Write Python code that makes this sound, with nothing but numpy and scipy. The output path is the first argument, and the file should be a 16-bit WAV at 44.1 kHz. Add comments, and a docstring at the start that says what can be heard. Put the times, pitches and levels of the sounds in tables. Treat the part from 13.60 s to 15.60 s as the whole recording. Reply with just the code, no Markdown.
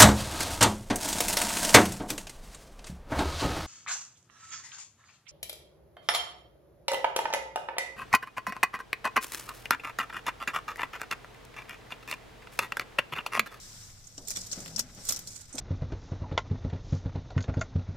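"""Kindling snaps in a small sheet-metal stove: each snap is a run of tiny random fractures that swells and dies.
Fine sizzle from many random clicks lies under it, with coloured noise for the hiss, rustle, flutter and rumble.
Now and then wood knocks dully (a damped tone and a thud); the firebox hums once and a stick jets steam.
Stove walls add early echoes, and each of the two microphone ports has its own bright resonance."""
import sys
import numpy as np
from scipy import signal
from scipy.fft import rfft, irfft
from scipy.io import wavfile
from scipy.ndimage import uniform_filter1d

SR = 44100
rng = np.random.default_rng(int(sys.argv[2]) if len(sys.argv) > 2 else 0)


def output_pcm(signal):
    """Save a mono or channel-first signal as 16-bit PCM at the path in sys.argv[1].

    Samples are clipped to [-1, 1] before scaling.
    """
    pcm = np.clip(np.atleast_2d(signal).T, -1, 1) * 32767
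    wavfile.write(sys.argv[1], SR, np.round(pcm).astype(np.int16))


N = 88288
TIME = np.arange(N) / SR

# how strongly the flames move the air: t/s, low flutter relative level/dB, midrange rustle relative level/dB
FLAME_LEVELS = [(0, -61, -57.5), (.27, -62.5, -56.5), (.39, -65, -63.5), (.56, -65, -64.5), (.63, -54, -85),
                (.8, -55.5, -52.5), (.92, -57, -61), (.98, -48, -48), (1.08, -49.5, -56),
                (1.27, -56.5, -56), (1.35, -56.5, -56.5), (1.385, -50.5, -46.5), (1.45, -56.5, -57.5),
                (1.55, -52.5, -49.5), (1.68, -58, -59.5), (1.9, -68.5, -58.5), (1.98, -51.5, -47.5)]

# how alike the two ports hear a sound (0 = unrelated, 1 = identical)
BRIGHT_LIKENESS, LOW_LIKENESS, RUSTLE_LIKENESS, RUMBLE_LIKENESS = 0.18, 0.9, 0.48, 0.9
GRAIN_S = 0.001  # decay time of the ring after one tiny crack
UNEVEN_DB = 1.24  # depth of random unevenness in time and frequency


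def amp(db):
    """Turns decibels into a gain."""
    return 10 ** (np.asarray(db) / 20)


def unit(x):
    """Scales a sound to an average strength (rms) of 1."""
    return x / np.sqrt(np.mean(x ** 2) + 1e-20)


def level(rows, axis=1):
    """Draws a gain over time through the points of one dB column."""
    rows = np.array(rows)
    return amp(np.interp(TIME, rows[:, 0], rows[:, axis]))


def add(mix, s, sound):
    """Mixes a stereo sound in at time s, cut off at the end of the mix."""
    part = mix[:, max(round(s * SR), 0):][:, :sound.shape[1]]
    part += sound[:, :part.shape[1]]


def panned(x, pan_db):
    """Makes the left port louder than the right by pan_db."""
    return x * amp(np.vstack([pan_db, -pan_db]) / 2)


def colour(x, points, size=8192):
    """Filters a sound to follow a spectrum, without any sound ahead of its cause."""
    hz, db = np.transpose(points)
    f = abs(np.fft.fftfreq(size, 1 / SR))
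    gain_db = np.interp(np.log(f + 1), np.log(hz + 1), db)
    log_gain = np.log(amp(gain_db))
    # the Hilbert transform supplies the phase that puts the energy as early as possible
    response = np.exp(np.conj(signal.hilbert(log_gain)))
    taps = np.fft.ifft(response).real[:size // 2]
    return signal.fftconvolve(x, taps[None])[:, :x.shape[1]]


def pair(likeness, size=N):
    """Makes two partly alike channels of white noise."""
    a, b = rng.standard_normal((2, size))
    c = np.clip(likeness, -1, 1)
    return np.array([a, c * a + np.sqrt(1 - c * c) * b])


def flicker(depth_db, rate_hz):
    """Makes a randomly wavering gain from noise slowed down above rate_hz."""
    spectrum = rfft(rng.standard_normal(N))
    f = np.fft.rfftfreq(N, 1 / SR)
    slow = irfft(spectrum / (1 + (f / rate_hz) ** 4), N)
    return amp(depth_db * unit(slow))


def clicks(per_s, spread_db, size=N):
    """Scatters clicks of random sign in time, mostly small and a few larger."""
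    sizes = amp(spread_db * np.minimum(rng.exponential(1, size), 4))
    signs = rng.choice([-1, 1], size)
    happens = rng.random(size) < per_s / SR
    return sizes * signs * happens


def burst(decay_s, size):
    """Makes a dying scatter of reflections, with energy 1 at each port."""
    x = pair(BRIGHT_LIKENESS, size) * np.exp(-np.arange(size) / SR / decay_s)
    return x / np.linalg.norm(x, axis=1, keepdims=True)


def uneven(x, depth_db, size=256, frame_count=9, bin_count=4):
    """Makes a noisy sound randomly uneven in time and frequency."""
    z = signal.stft(x, nperseg=size)[-1]
    field = rng.standard_normal(z[0].shape)
    field = uniform_filter1d(field, frame_count)  # smooth over time
    field = uniform_filter1d(field, bin_count, axis=0)  # smooth over frequency
    return signal.istft(z * amp(depth_db * unit(field)), nperseg=size)[-1][:, :N]


def walls(x, count=6, longest_s=0.005, echo_db=-6):
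    """Early echoes off the stove's walls give the sound a boxy colour."""
    taps = np.zeros((2, 1024))
    for row in taps:
        delays = (np.arange(count) + 1 + rng.random(count)) / (count + 1) * longest_s
        places = np.clip(delays * SR, 1, len(row) - 1).astype(int)
        row[places] = rng.choice([-1, 1], count) * amp(echo_db) / np.sqrt(count)
    taps[:, 0] = 1  # the direct sound
    return signal.oaconvolve(x, taps / np.linalg.norm(taps[0]), axes=1)[:, :N]


def rumble():
    """A steady, very low noise, nearly the same at both ports."""
    # spectrum of the rumble: f/Hz, level per Hz/dB
    rumble_colour = [(10, -1), (25, 4), (75, -4), (108, 2), (165, -8), (220, -20.5), (4000, -66)]
    return amp(-54.5) * unit(colour(pair(RUMBLE_LIKENESS), rumble_colour))


def hiss():
    """Soft hiss: bright noise, made slightly uneven at random."""
    # slow course of the hiss: t/s, relative level/dB
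    hiss_levels = [(0, -48.5), (.25, -49.5), (.37, -58), (.6, -56.5), (1.0, -49.5), (1.27, -61),
                   (1.42, -50.5), (2.0, -62.5)]
    # spectrum of the hiss: f/Hz, level per Hz/dB
    hiss_colour = [(200, -26), (1000, -2.5), (2500, 1), (7000, 0), (15000, -5.5)]
    noise = colour(pair(BRIGHT_LIKENESS), hiss_colour)
    return amp(-1.5) * level(hiss_levels) * unit(uneven(noise, UNEVEN_DB))


def rustle():
    """The midrange rustle of the flames: flickering noise with echoes off the walls."""
    # spectrum of the rustle: f/Hz, level per Hz/dB
    rustle_colour = [(200, 4), (600, -8), (1200, -1), (2200, 4.5), (4000, -6), (12000, -23.5)]
    noise = colour(walls(pair(RUSTLE_LIKENESS)), rustle_colour)
    noise = noise * flicker(depth_db=2.5, rate_hz=30)
    return amp(-2) * level(FLAME_LEVELS, axis=2) * unit(noise)


def flutter():
    """The low flutter of the flames: deep noise that swells and sinks."""
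    # spectrum of the flutter: f/Hz, level per Hz/dB
    flutter_colour = [(50, -27), (120, -3), (180, 2.5), (300, -8), (650, -8), (1200, -22.5), (5000, -28.5)]
    noise = colour(pair(LOW_LIKENESS), flutter_colour)
    return amp(-2.5) * level(FLAME_LEVELS) * unit(noise)


def draught():
    """A surge of flame makes the firebox hum briefly; the pitch dips, then rises."""
    # hum in the firebox: t/s, peak level/dB, pitch before slight wavering f/Hz
    hum_points = [(1.03, -82.5, 185), (1.08, -50.5, 164.3), (1.139, -48.5, 155.5), (1.183, -47, 215),
                  (1.25, -53, 245.2), (1.32, -68, 245.3)]
    s, _, hz = np.transpose(hum_points)
    pitch = np.interp(TIME, s, hz) * flicker(depth_db=0.5, rate_hz=124)
    turns = np.cumsum(pitch) / SR
    return level(hum_points) * np.sin(2 * np.pi * turns)


def steam():
    """A jet of steam sputters from a stick: flickering noise through two narrow resonances."""
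    # course of the jet: t/s, relative level/dB
    jet_levels = [(1.924, -100), (1.928, -44.5), (1.975, -48), (2.0, -58)]
    x = pair(BRIGHT_LIKENESS) * flicker(depth_db=5.0, rate_hz=160)
    jet = 0
    for hz in (6300, 8630):
        peak = signal.iirpeak(hz, 7, fs=SR)
        jet = jet + signal.lfilter(*peak, signal.lfilter(*peak, x))  # twice, for a narrower peak
    return level(jet_levels) * panned(unit(jet), -6)


def knocks():
    """Bumps of shifting wood: one damped tone with a noisy thud, weaker for small, high-pitched sticks."""
    # one knock a row: t/s, relative level/dB, rise/s, decay/s, pitch f/Hz
    knock_list = [(0.577, -45.5, 0.0042, 0.024, 279), (.761, -37, .002, 0.0094, 3484),
                  (.765, -47, 0.0024, 0.03, 179.3), (.972, -42.5, 0.0034, 0.022, 188.6),
                  (1.488, -42.5, 0.00075, 0.0081, 1154), (1.492, -46, 0.0024, 0.012, 542.6),
                  (1.495, -49, 0.0045, 0.038, 161), (1.942, -31.5, 0.021, 0.014, 267.5),
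                  (1.981, -41, 0.0019, 0.0064, 780)]
    # spectrum of the thud: multiple of the pitch, level per Hz/dB
    knock_colour = [(.3, -20), (1, 3), (1.7, -1.5), (3.5, -9), (12, -32), (40, -37)]
    thud_db, ring_db = -2, 1
    thud_hz = 453  # above this pitch the thud weakens
    out = np.zeros((2, N))
    t = TIME[:SR // 3]
    for s, db, rise_s, decay_s, hz in knock_list:
        body = [(hz * multiple, gain_db) for multiple, gain_db in knock_colour]
        thud = unit(colour(pair(LOW_LIKENESS, len(t)), body))
        thud = amp(thud_db) * min(1, thud_hz / hz) * thud
        tone = amp(ring_db) * np.sin(2 * np.pi * hz * t)
        envelope = np.minimum(t / rise_s, 1) * np.exp(-t / decay_s)
        add(out, s, amp(db) * (thud + tone) * envelope)
    return out


def sizzle(count=10):
    """Tiny cracks from many spots, each spot with its own short ring."""
    # course of the fine crackle: t/s, relative level/dB, left over right/dB
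    sizzle_points = [(0, -59, -5), (.55, -57.5, -1), (.65, -52, 2.5), (.69, -41, -5), (.80, -40, -1),
                     (.90, -46.5, -2), (.95, -42, 3), (1.11, -50, 0), (1.20, -48, 15), (1.26, -60, -2),
                     (1.42, -52, -7), (1.48, -32, -5), (1.53, -37.5, 3), (1.656, -53.5, -5),
                     (1.69, -42, -1), (1.773, -42.5, -7), (1.82, -50.5, -8), (1.91, -56.5, -1)]
    # spectrum of the sizzle: f/Hz, level per Hz/dB
    sizzle_colour = [(200, -21.5), (1000, -10.5), (4500, 0), (7000, 2), (15000, -7.5)]
    cracks_per_s = 2200  # all spots together
    out = np.zeros((2, N))
    for _ in range(count):
        cracks = clicks(cracks_per_s / count, spread_db=1)
        ring = burst(GRAIN_S, size=600)
        out += signal.oaconvolve(cracks[None], ring)[:, :N]
    out = uneven(colour(out, sizzle_colour), UNEVEN_DB)
    out = out * flicker(depth_db=2.5, rate_hz=62)
    s, _, pan_db = np.transpose(sizzle_points)
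    return amp(-5) * level(sizzle_points) * panned(unit(out), np.interp(TIME, s, pan_db))


def snap(db, pan_db, swell_s, middle_db, top_db, size=6000):
    """A run of fractures that swells and dies, scattered by the firebox."""
    tail_s, tail_db = 0.011, -3  # scattering in the firebox
    t = TIME[:size]
    fractures = clicks(per_s=6000, spread_db=2, size=size)
    run = fractures * t * np.exp(-t / swell_s)  # highest at swell_s
    run = signal.fftconvolve(run[None], burst(GRAIN_S, size))[:, :size]
    run /= np.linalg.norm(run, axis=1, keepdims=True) + 1e-15
    tail = amp(tail_db) * burst(tail_s, size) * (1 - np.exp(-t / swell_s))
    tone_balance = [(3000, middle_db), (5500, 0), (8000, 0), (12000, top_db)]
    x = colour(run + tail, tone_balance, size=512)
    return amp(db) * panned(x, pan_db)


def snaps():
    """The sticks that break in the heat, one snap after another."""
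    # one snap a row: t/s, relative level/dB, left over right/dB, time to the height of the fracture/s,
    # woody middle/dB, top treble/dB
    snap_list = [(0.4394,-40.5,6,0.0017,-6,-10), (0.469,-39,-14,0.0016,-6.5,-3),
                 (0.5788,-28.5,-0.5,0.00078,1,-10.5), (.672,-23.5,-6,0.0028,-9,-6),
                 (0.683,-22,-5,0.0008,-2,7), (0.6976,-26.5,8,0.00098,-11,-6),
                 (0.7044,-17.5,0.5,0.00074,-7.5,5), (.711,-21,-7.5,0.0023,2,-3),
                 (0.7601,-21,2,0.0013,5.5,-3), (0.7697,-18.5,-4,0.00083,2.5,-2.5),
                 (0.815,-29,3,0.00064,-9,-2), (.865,-30,1,0.0027,-4.5,2), (0.9136,-23,1,0.0018,-4,-11),
                 (0.921,-22.5,4,0.0015,-9,-3), (.928,-19,-2,0.0013,4.5,-38),
                 (1.0032,-26.5,-4.5,0.0004,-3,-1.5), (1.059,-32.5,-2.5,0.00085,13.5,3),
                 (1.077,-30,3.5,0.002,9,3.5), (1.1604,-16.5,4,0.0013,-10,-5.5), (1.177,-21,-3,0.0057,4.5,0),
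                 (1.193,-10.5,3.5,0.0001,-6,4), (1.1952,-18.5,4,0.002,3.5,-1), (1.348,-40,-4,0.00057,-15,7),
                 (1.4517,-26.5,2.5,0.00071,-4,9), (1.4887,-13,-7,0.00061,-7.5,3),
                 (1.4911,-13,-2,0.0016,1.5,7), (1.504,-21,-10,0.0041,7.5,8), (1.5216,-17.5,-3,0.00095,1,11),
                 (1.561,-23.5,-2.5,0.00086,-1,5), (1.5908,-25,-1.5,0.00065,-2.5,8),
                 (1.6714,-23,-3.5,0.0022,-5.5,-1.5), (1.952,-29.5,-3,0.00078,-8,4),
                 (1.9799,-17.5,-1.5,0.0027,7.5,-9), (1.989,-24.5,-7,0.0007,0,-4)]
    # spectrum shared by all snaps: f/Hz, level per Hz/dB
    snap_colour = [(100, -14.5), (1200, -12.5), (2500, -5), (4500, -5), (7000, -2.5), (11000, -7.5),
                   (15000, -10)]
    out = np.zeros((2, N))
    for s, *row in snap_list:
        add(out, s, snap(*row))
    return amp(17) * colour(out, snap_colour)


def scene():
    """The whole fire as it reaches the two microphone ports."""
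    flames = rumble() + flutter() + rustle() + hiss()
    crackle = walls(snaps() + sizzle())
    return crackle + knocks() + flames + draught() + steam()


def record(dry):
    """Each port adds its resonances, then the highest treble is cut off."""
    # response of the left microphone port: f/Hz, gain/dB
    left_port = [(800, 0.5), (1500, -5.5), (2600, -5), (4200, 1), (5500, 10), (5900, 9.5), (6500, 1.5),
                 (9100, -6), (10400, -5.5), (13000, -6), (15000, -5.5), (16000, -30)]
    # response of the right microphone port: f/Hz, gain/dB
    right_port = [(20, -1.5), (1500, 0.5), (2800, -11.5), (3800, -0.5), (5000, -4), (6100, 1), (7300, 9),
                  (8500, 4), (10400, -5), (13000, -3), (15000, -5.5), (16000, -27)]
    edge_hz = 16400
    x = np.vstack([colour(dry[:1], left_port), colour(dry[1:], right_port)])
    low_pass = signal.firwin(511, edge_hz, window=("kaiser", 9), fs=SR)
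    return signal.oaconvolve(x, low_pass[None], "same")


dry = scene()
out = record(dry)
output_pcm(out)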